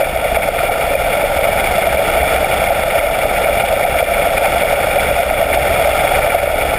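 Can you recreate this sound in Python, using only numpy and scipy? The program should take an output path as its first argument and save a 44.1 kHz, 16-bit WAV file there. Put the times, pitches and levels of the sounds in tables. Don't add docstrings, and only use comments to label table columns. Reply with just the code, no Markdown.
import sys
import numpy as np
from scipy import signal
from scipy.fft import rfft, irfft
from scipy.io import wavfile

SR = 44100
rng = np.random.default_rng(int(sys.argv[2]) if len(sys.argv) > 2 else 0)


def file_out(sig):
    cols = np.atleast_2d(sig).T
    lim = np.clip(cols, -1, 1)
    pcm = np.round(lim * 32767).astype(np.int16)
    wavfile.write(sys.argv[1], SR, pcm)


def invert_db(level):
    return 10 ** (np.asarray(level, dtype=float) / 20)


N = 298998
TIME = np.arange(N) / SR
ENGINE_HZ, SHAFT_HZ = 15.396, 12.94

# t/s, low ring level/dB, high ring level/dB
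SURGES = [(0.032, -4, -14), (0.163, -5, -12), (0.372, -3, -15), (0.697, -5, -14), (0.954, -4, -10),
          (1.241, -6, -15), (1.392, -4, -12), (1.842, -8, -7), (1.973, -6, -5), (2.231, -5, -11),
          (2.446, -6, -7), (2.677, -6, -8), (2.707, -4, -17), (3.002, -7, -4), (3.074, -4, -8),
          (3.102, -6, -13), (3.256, -4, -15), (3.462, -4, -12), (3.64, -5, -12), (3.852, -6, -14),
          (4.028, -2, -14), (4.465, -7, -13), (4.635, -6, -8), (4.987, -5, -8), (5.113, -5, -12),
          (5.311, -3, -15), (5.469, -6, -13), (5.575, -2, -11), (6.477, -5, -12), (6.543, -4, -15)]


def rms_one(x):
    return x / np.sqrt(np.mean(x ** 2) + 1e-20)


def drift(rate):
    r = np.exp(-40 * np.pi * rate / SR)
    slow = signal.lfilter([1], [1, -2 * r, r * r], rng.standard_normal(N // 20 + 3002))
    slow = slow[3000:]
    return np.interp(np.arange(N) / 20, np.arange(len(slow)), rms_one(slow - slow.mean()))


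def resonate(x, hz, width_hz):
    r = np.exp(-np.pi * width_hz / SR)
    feedback = [1, -2 * r * np.cos(2 * np.pi * hz / SR), r * r]
    return signal.lfilter([(1 - r * r) / 2, 0, (r * r - 1) / 2], feedback, x)


def in_time(rows):
    s, *columns = np.transpose(rows)
    return [np.interp(TIME, s, c) for c in columns]


def humps(rows, fall_share):
    total_db = 0
    for s, db, rise_s in rows:
        side_s = rise_s * np.where(TIME > s, fall_share, 1)
        total_db = total_db + db * np.exp(-.5 * ((TIME - s) / side_s) ** 2)
    return total_db


def collapses(per_s, spread_db):
    sizes = invert_db(spread_db * np.minimum(rng.exponential(1, N), 4)) * rng.choice([-1, 1], N)
    return rms_one(sizes * (rng.random(N) < per_s / SR))


def cavitation(level_db):
    # f/Hz, width/Hz, level/dB, throb once a turn/dB, its lag/turns,
    # throb per blade/dB, its lag/blades
    resonances = [(495.6, 163, -8.5, 4.5, 0.38, -0.5, 0.29), (581.4, 73, 3.5, 1.5, 0.11, 4.5, 0.4),
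                  (663, 104, 5.5, 3.5, 0.073, 2.3, 0.41), (729.5, 182, 1, -1.5, 0.22, 0.5, 1),
                  (1370, 290, -1.5, 1.03, 0.91, 1, 0.15), (1794, 260, -6, 0.9, 0.46, 3, 0.081),
                  (2239, 462, 1.5, 1.5, 0.58, 1.75, 0.32), (2695, 250, -11, 0.5, 0.72, 1.5, 0.95),
                  (3387, 385, -7.5, 0, 0.54, 1, 0.47), (4380, 1120, -18, 1, 0.5, 3.5, 0.47),
                  (5180, 3440, -11.5, -0.7, 0.64, -0.4, 0.3)]
    # f/Hz, width/Hz, depth/dB
    cancellations = [(1030, 160, -8.0), (1690, 120, -7.0), (2565, 90, -9.0), (3120, 140, -11.0),
                     (3930, 120, -8.0), (4120, 400, -3.0)]
    near = collapses(2500.5, spread_db=3.5)
    far = collapses(9000.5, spread_db=2.1)
    cloud, out = drift(31.0), 0
    firing_db = .5 * np.cos(2 * np.pi * (3 * ENGINE_HZ * TIME - .15))
    for hz, width_hz, db, turn_db, turn_lag, blade_db, blade_lag in resonances:
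        throb_db = turn_db * np.cos(2 * np.pi * (SHAFT_HZ * TIME - turn_lag))
        throb_db = throb_db + blade_db * np.cos(2 * np.pi * (2 * SHAFT_HZ * TIME - blade_lag))
        patch_db = .9 * cloud + .5 * drift(45)
        bubbles = 0.8 * near + 0.59 * np.roll(far, rng.integers(N))
        bubbles = bubbles * invert_db(throb_db + patch_db + firing_db)
        ring = resonate(resonate(bubbles, hz, width_hz), hz, width_hz)
        out = out + invert_db(db) * rms_one(ring)
    for hz, width_hz, depth_db in cancellations:
        out = out - (1 - invert_db(depth_db)) * resonate(out, hz, width_hz)
    return invert_db(level_db - 0.48) * out


def surges(roar):
    out = roar.copy()
    ms = (np.arange(1000) - 500) / SR * 1000
    for (s, low_db, high_db), (pitch, length, turn) in zip(SURGES, rng.random((len(SURGES), 3))):
        swell = np.exp(-.5 * (ms / (1.5 + 1.0 * length)) ** 2)
        low = invert_db(low_db + 1.5) * np.cos(2 * np.pi * ((.58 + .16 * pitch) * ms + turn))
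        high = invert_db(high_db - 2) * np.cos(2 * np.pi * (2.15 + .25 * length) * ms)
        start = round(s * SR) - 470
        masked = out[start:start + 1000] * (1 - .7 * swell ** .3)
        out[start:start + 1000] = masked + swell * (low + high)
    return out


def machinery():
    # multiple of the cycle rate, level/dB
    strong_orders = [(2, -33.0), (3, -45.5), (4, -37.6), (5, -46.1), (6, -45.4), (8, -46.9), (10, -45.0),
                     (12, -45.2), (13, -42.3), (18, -45.7), (30, -43.1), (31, -45.7), (32, -43.0),
                     (34, -31.7)]
    faint_orders = [14, 15, 16, 17, 19, 20, 21, 25, 27, 28, 33]
    # f/Hz, level/dB
    whines = [(25.88, -39.0), (56.5, -42.0), (113.0, -51.0), (118.4, -48.0), (135.9, -46.0), (141.3, -51.0),
              (197.8, -52.0), (285.3, -53.0), (439.6, -40.0), (510.6, -35.0), (536.4, -39.0)]
    turn = 2 * np.pi * ENGINE_HZ * TIME + .04 * drift(.6)
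    out = 0
    for order, db in list(strong_orders) + [(order, -50) for order in faint_orders]:
        phase = order * turn + rng.uniform(-.8, .8)
        out = out + invert_db(db + 1.5 * drift(2.5)) * np.cos(phase)
    for hz, db in whines:
        phase = 2 * np.pi * (hz * TIME + rng.random()) + 0.81 * drift(1.0)
        out = out + invert_db(db + 1.0 * drift(5.6)) * np.sin(phase)
    return invert_db(4.2) * out


def hull(thrum_db, rumble_db):
    # f/Hz, level/dB per Hz
    water_colour = [
        (14, -30),
        (24, -3.5),
        (50, -8.5),
        (130, -4),
        (230, -11),
        (368, -8),
        (480, -6),
        (620, -32),
    ]
    shake = rng.standard_normal(N) * invert_db(4 * np.cos(2 * np.pi * ENGINE_HZ * TIME))
    thrum = rms_one(resonate(resonate(shake, 59.6, 27), 59.6, 27))
    hz = np.fft.rfftfreq(N, 1 / SR)
    at_hz, db = np.transpose(water_colour)
    colour = invert_db(np.interp(np.log(hz + 1), np.log(at_hz), db, left=-80, right=-80))
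    flutter_db = 1.6 * drift(31.0) + 1.5 * np.cos(6 * np.pi * ENGINE_HZ * TIME)
    water = rng.standard_normal(N) * invert_db(flutter_db)
    rumble = rms_one(irfft(rfft(water) * colour, N))
    return invert_db(thrum_db + 1.5) * thrum + invert_db(rumble_db + 2.3) * rumble


def scene():
    # t/s, bubble roar level/dB
    load = [
        (0.0, -20.5),
        (0.05, -24),
        (1.55, -21.5),
        (1.7, -19.5),
        (3.95, -22.5),
        (4.97, -20),
        (5.34, -22),
        (5.99, -19),
        (6.7, -22.5),
        (6.78, -22.5),
    ]
    # t/s, rise/dB
    flares = [(0.37, 3), (2.99, 3.5), (3.54, 2.5), (3.99, 2.5), (4.471, 4.5), (5.0, 0.5), (5.45, -0.5),
              (5.545, 3), (6.44, 0.5)]
    # t/s, rise/dB, length/s
    waves = [
        (0.33, 4, 0.057),
        (1.9, 6.5, 0.42),
        (3.0, 5, 0.63),
        (4.98, 11.5, .15),
        (5.65, 17, 0.11),
        (6.0, 8.5, 0.16),
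        (6.5, 13, 0.19),
    ]
    load_db, = in_time(load)
    waves_db = humps(waves, 1)
    flares_db = humps([(s, db, .022) for s, db in flares], 0.29)
    rumble_db = -32.5 + 0.99 * (load_db - load_db.mean()) + 0.19 * waves_db
    propeller = surges(cavitation(load_db + flares_db))
    return (propeller + machinery() + hull(-37 + waves_db, rumble_db))[None]


def ducking(x, knee_db, release_db_s):
    steps = np.zeros(N)
    for s, low_db, high_db in SURGES:
        steps[round(s * SR)] = 0.2953 * min(-11 - max(low_db, high_db), 0)
    after_surges = signal.lfilter([1], [1, -np.exp(-1 / (.07 * SR))], steps)
    over = np.maximum(20 * np.log10(np.abs(x) + 1e-9) - knee_db, 0)
    after_peaks = release_db_s * TIME - np.maximum.accumulate(over + release_db_s * TIME)
    fall = np.exp(-1 / (.001 * SR))
    late = np.roll(np.minimum(after_surges, after_peaks), round(.002 * SR))
    return signal.lfilter([1 - fall], [1, -fall], late)


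def low_pass(x):
    return signal.sosfilt(signal.butter(12, 15850, fs=SR, output="sos"), x)


def record(dry):
    x = dry * invert_db(ducking(dry[0], knee_db=-3.0, release_db_s=35.0))
    x = 1.05 * np.tanh(x / 1.05)
    slow = signal.resample_poly(x, 40, 147, axis=1)
    slow = signal.sosfilt(signal.butter(2, 5600, fs=12000, output="sos"), slow)
    slow = slow + invert_db(-58) * rng.standard_normal(slow.shape)
    held = np.repeat(slow, 4, axis=1)
    held = signal.resample_poly(held, 147, 160, axis=1)[:, :N]
    held = signal.sosfilt(signal.ellip(12, .2, 60, 15290, fs=SR, output="sos"), held)
    return low_pass(held)


dry = scene()
out = record(dry)
file_out(out)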